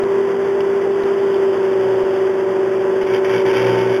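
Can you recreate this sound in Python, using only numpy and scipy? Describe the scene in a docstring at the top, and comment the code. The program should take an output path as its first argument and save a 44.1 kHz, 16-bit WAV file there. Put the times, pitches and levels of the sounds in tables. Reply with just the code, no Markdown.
"""Arcing in a microwave oven

The fan drones and blows, and the transformer hums at harmonics of the mains. Something on the plate
sizzles, spits two sparks and glows briefly with a humming flame, then arcs in sputtering bursts that
excite the modes of the metal cavity. A small camera close by samples the sound at a low rate and
drops out for an instant once a second."""
import sys
import numpy as np
from scipy import signal
from scipy.fft import rfft, irfft
from scipy.io import wavfile
from scipy.ndimage import map_coordinates

SR = 44100
rng = np.random.default_rng(int(sys.argv[2]) if len(sys.argv) > 2 else 0)


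def wav_out(sig):
    """Save sig, one row per channel (or a flat mono array), as 16-bit PCM at SR to the path in sys.argv[1]."""
    wavfile.write(sys.argv[1], SR, np.round(np.clip(np.atleast_2d(sig).T, -1, 1) * 32767).astype(np.int16))


N = 176400
T = np.arange(N) / SR
HZ = np.fft.rfftfreq(N, 1 / SR)
MAINS_HZ, CAMERA_RATE_HZ = 60.05, 8000
DRONE_ORDER = 8  # multiple of the fan's shaft frequency


def amp(db):
    """Amplitude ratio of a level in decibels."""
    return 10 ** (np.asarray(db) / 20)


def unit(x):
    """Normalisation to rms 1."""
    return x / np.sqrt(np.mean(x ** 2) + 1e-20)


def curve(points):
    """Linear interpolation of (time [s], value) points."""
    return np.interp(T, *np.transpose(points))


def colour(points):
    """Magnitude response through (frequency [Hz], gain [dB]) points, on a logarithmic frequency axis."""
    hz, db = np.transpose(points)
    return amp(np.interp(np.log(HZ + 1), np.log(hz), db))


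def drift(rate_hz):
    """Low-pass noise: a slow random wander of rms 1."""
    return unit(irfft(rfft(rng.standard_normal(N)) / (1 + (HZ / rate_hz) ** 4), N))


def tone(cycles, db):
    """A sinusoid of random initial phase and given rms level."""
    return np.sqrt(2) * amp(db) * np.sin(2 * np.pi * (cycles + rng.random()))


def mains_harmonics(levels, waver_db):
    """A harmonic series on the mains frequency, each partial wavering in level."""
    return sum(tone(order * MAINS_HZ * T, db + waver_db * drift(rate_hz=4))
               for order, db in levels.items())


def cavity_response():
    """Standing waves between the metal walls raise resonance peaks over a flat response."""
    # cavity modes (frequency [Hz], bandwidth [Hz], peak gain [dB])
    modes = [(895, 22, 10), (1005, 30, 4), (1095, 30, 7), (1350, 40, 5), (1508, 25, 10), (1585, 45, 8),
             (1700, 25, 6), (1879, 12, 12), (2175, 16, 9), (2234, 16, 10), (2297, 20, 11), (2680, 30, 7),
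             (2955, 35, 9), (3112, 22, 9)]
    return 1 + sum((amp(db) - 1) / (1 + 2j * (HZ - hz) / width) for hz, width, db in modes)


def in_cavity(source, spectrum):
    """Convolution with a unit-energy impulse response colours a discharge and rings the cavity modes."""
    response = colour(spectrum) * cavity_response() * (HZ < CAMERA_RATE_HZ / 2)
    lead = 256  # samples kept ahead of the impulse
    impulse = np.roll(irfft(response, N), lead)[:8192]
    return signal.fftconvolve(source, impulse / np.linalg.norm(impulse))[lead:][:N]


def fan(shaft_hz):
    """The fan drones at the eighth harmonic of its shaft; weaker ones swell near a cabinet resonance."""
    # level of the drone (time [s], level [dB])
    drone_db = [(0, -17.5), (.15, -16), (.33, -18.5), (.5, -17.3), (1.25, -16), (1.6, -16), (2, -16),
                (2.7, -18), (3.2, -16), (4, -17)]
    # weaker tones off resonance {multiple of the shaft frequency: level [dB]}
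    shaft_harmonics = {4: -44.5, 5: -46.5, 7: -42, 9: -37.5, 10: -42.5, 12: -41, 13: -51.5, 16: -47.5, 20:
                       -47, 21: -45, 24: -52, 28: -58, 32: -59, 36: -57, 40: -47}
    panel_hz, panel_half_width_hz, panel_db = 575.8, 7.5, 11
    turns = np.cumsum(shaft_hz) / SR
    sound = tone(DRONE_ORDER * turns, curve(drone_db) + .6 * drift(rate_hz=7))
    for order, db in shaft_harmonics.items():
        detuning = (order * shaft_hz - panel_hz) / panel_half_width_hz
        lift_db = panel_db / (1 + detuning ** 2)
        cycles = order * turns + .052 * drift(rate_hz=7)
        sound += tone(cycles, db + lift_db + .82 * drift(rate_hz=7))
    return sound


def air(shaft_hz, level_db=-25.5, flutter_db=.65):
    """Turbulence makes broadband noise, lightly modulated by the turning fan and tinged by the cavity."""
    # spectrum of the airflow (frequency [Hz], relative level [dB])
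    spectrum = [(25, -57), (60, -22.5), (110, -14.5), (200, -11), (270, -11.5), (340, 0.5), (440, 1),
                (560, -5.5), (750, -7.5), (1000, -7), (1220, -12.5), (1600, -12), (2000, -16.5),
                (2600, -22), (3150, -20.5), (3600, -22.5)]
    chop = 1 + .045 * np.sin(2 * np.pi * np.cumsum(shaft_hz) / SR)
    rush = rng.standard_normal(N) * chop * amp(flutter_db * drift(rate_hz=13))
    resonance = 1 + .04 * (cavity_response() - 1)
    response = colour(spectrum) * resonance * (HZ < CAMERA_RATE_HZ / 2)
    return amp(level_db) * unit(irfft(rfft(rush) * response, N))


def transformer():
    """Forced vibration: the transformer hums at multiples of the mains frequency."""
    # partials of the hum {multiple of the mains frequency: level [dB]}
    partials = {2: -47, 3: -44.5, 4: -37, 6: -29, 8: -48.5, 10: -39, 14: -55.5, 16: -50.5}
    return mains_harmonics(partials, waver_db=.36)


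def sputter(per_s, spread_db=7):
    """Shot noise of rms 1: tiny discharges of random size, sign and moment."""
    sizes = amp(spread_db * np.clip(rng.standard_normal(N), -2, 2))
    signs = rng.choice([-1, 1], N)
    fires = rng.random(N) < per_s / SR
    return unit(sizes * signs * fires)


def sizzle(spark_decay_s=.0025):
    """The heating spot gives off faint shot noise and two sparks, noise bursts of exponential decay."""
    # fizz of the hot spot (time [s], level [dB])
    fizz_db = [(0, -66.5), (1.3, -41.5), (1.42, -43.5), (1.75, -44), (1.95, -40.5), (2.2, -42), (2.45, -48),
               (4, -49)]
    # lone sparks (time [s], level [dB])
    sparks = [(.6064, -21), (1.3437, -25)]
    # thin spectrum of both (frequency [Hz], relative level [dB])
    spectrum = [(500, -28.5), (1500, -17.5), (2300, -12), (2750, -3), (3300, -3.5), (3700, -2.5)]
    fizz = amp(curve(fizz_db)) * sputter(per_s=2500)
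    spark_envelope = sum(amp(db) * (T >= start) * np.exp(-abs(T - start) / spark_decay_s)
                         for start, db in sparks)
    return in_cavity(fizz + spark_envelope * rng.standard_normal(N), spectrum)


def flame():
    """The burning arc hums at mains harmonics, amplitude-modulated by the size of its flame."""
    # partials at a gain of 0 dB {multiple of the mains frequency: level [dB]}
    partials = {2: -30.5, 3: -34.5, 5: -41, 7: -43, 8: -34, 9: -32.5, 12: -39, 15: -36, 25: -38.5}
    # size of the flame (time [s], gain [dB])
    size_db = [(0, -46), (1.66, -26.5), (1.76, -8), (1.95, -6), (2.13, -10.5), (2.24, -31), (2.98, -35),
               (3.15, -1), (3.2, -25), (3.28, -8), (3.37, 2.5), (3.43, -14), (3.47, 4), (3.51, -9),
               (3.58, 0.5), (3.73, 2.5), (3.92, -1), (4, -19)]
    return amp(curve(size_db)) * mains_harmonics(partials, waver_db=2.1)


def arc(level_db=-27.5, attack_s=.0013, release_s=.007):
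    """Bursts of shot noise pulse twice per mains cycle; discharges that recur periodically buzz."""
    # bursts of arcing (start [s], end [s], gain at start [dB], gain at end [dB])
    bursts = [(3.010, 3.048, 0, -7), (3.064, 3.075, -2, 3), (3.083, 3.14, -5, -1), (3.135, 3.182, 5, -1.5),
              (3.243, 3.267, 5, -1), (3.271, 3.360, 0, 3.5), (3.355, 3.42, 2, 1), (3.452, 3.517, 3.5, 3.5),
              (3.53, 3.575, 4.5, 8.5), (3.577, 3.65, 8, 2), (3.661, 3.696, 6, 4), (3.690, 3.798, 1, 2.5),
              (3.784, 3.820, 2, 4), (3.826, 3.977, -2, 0)]
    # spectrum of the arc (frequency [Hz], relative level [dB])
    spectrum = [(100, -21), (350, 1), (600, -3.5), (1000, -2), (1230, -8.5), (1600, -5.5), (2300, -5),
                (2750, -8), (3200, -5.5), (3600, -5.5)]
    envelope = np.zeros(N)
    for start, end, first_db, last_db in bursts:
        gain = amp(np.interp(T, [start, end], [first_db, last_db]))
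        attack = np.clip((T - start) / attack_s, 0, 1)
        release = np.exp(-np.maximum(T - end, 0) / release_s)
        envelope = np.maximum(envelope, gain * attack * release)
    mains_phase = 2 * np.pi * MAINS_HZ * T
    pulses = .5 + np.exp(-(np.sin(mains_phase) / (np.pi * .37)) ** 2)
    pulses *= 1 + .1 * np.cos(mains_phase)  # the two half cycles are unequal
    one_cycle = sputter(per_s=5000)[:round(SR / MAINS_HZ)]
    recurring_share = .18  # of the power
    recurring = np.sqrt(recurring_share) * unit(np.resize(one_cycle, N))
    irregular = np.sqrt(1 - recurring_share) * sputter(per_s=5000)
    return in_cavity(amp(level_db) * envelope * unit(pulses) * (recurring + irregular), spectrum)


def scene():
    """Superposition of the running oven and the discharges on the plate, in one channel."""
    # pitch of the drone, sagging as the oven takes up its load (time [s], frequency [Hz])
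    drone_hz = [(0.1, 393), (1.16, 394.1), (1.73, 384.7), (3.9, 383.5)]
    shaft_hz = curve(drone_hz) / DRONE_ORDER
    return (fan(shaft_hz) + air(shaft_hz) + transformer() + sizzle() + flame() + arc())[None]


def record(dry):
    """Spectral imaging: straight lines between the camera's samples mirror the sound into the treble."""
    input_edge_hz, output_edge_hz = 3450, 15650
    first_drop_s, drop_s, drop_edge_s = .03744, .002, .0001
    from_drop_s = abs((T - first_drop_s + .5) % 1 - .5)  # one dropout a second
    gate = np.clip((from_drop_s - drop_s / 2) / drop_edge_s + .5, 0, 1)
    narrow = irfft(rfft(dry[0]) / np.sqrt(1 + (HZ / input_edge_hz) ** 40), N)
    sample_times = np.arange(0, N / SR, 1 / CAMERA_RATE_HZ)
    samples = map_coordinates(gate * narrow, [sample_times * SR], order=3, mode="nearest")
    joined = np.interp(T, sample_times, samples)
    low_pass = signal.firwin(511, output_edge_hz, window=("kaiser", 9), fs=SR)
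    return signal.oaconvolve(joined, low_pass, "same")[None]


dry = scene()
out = record(dry)
wav_out(out)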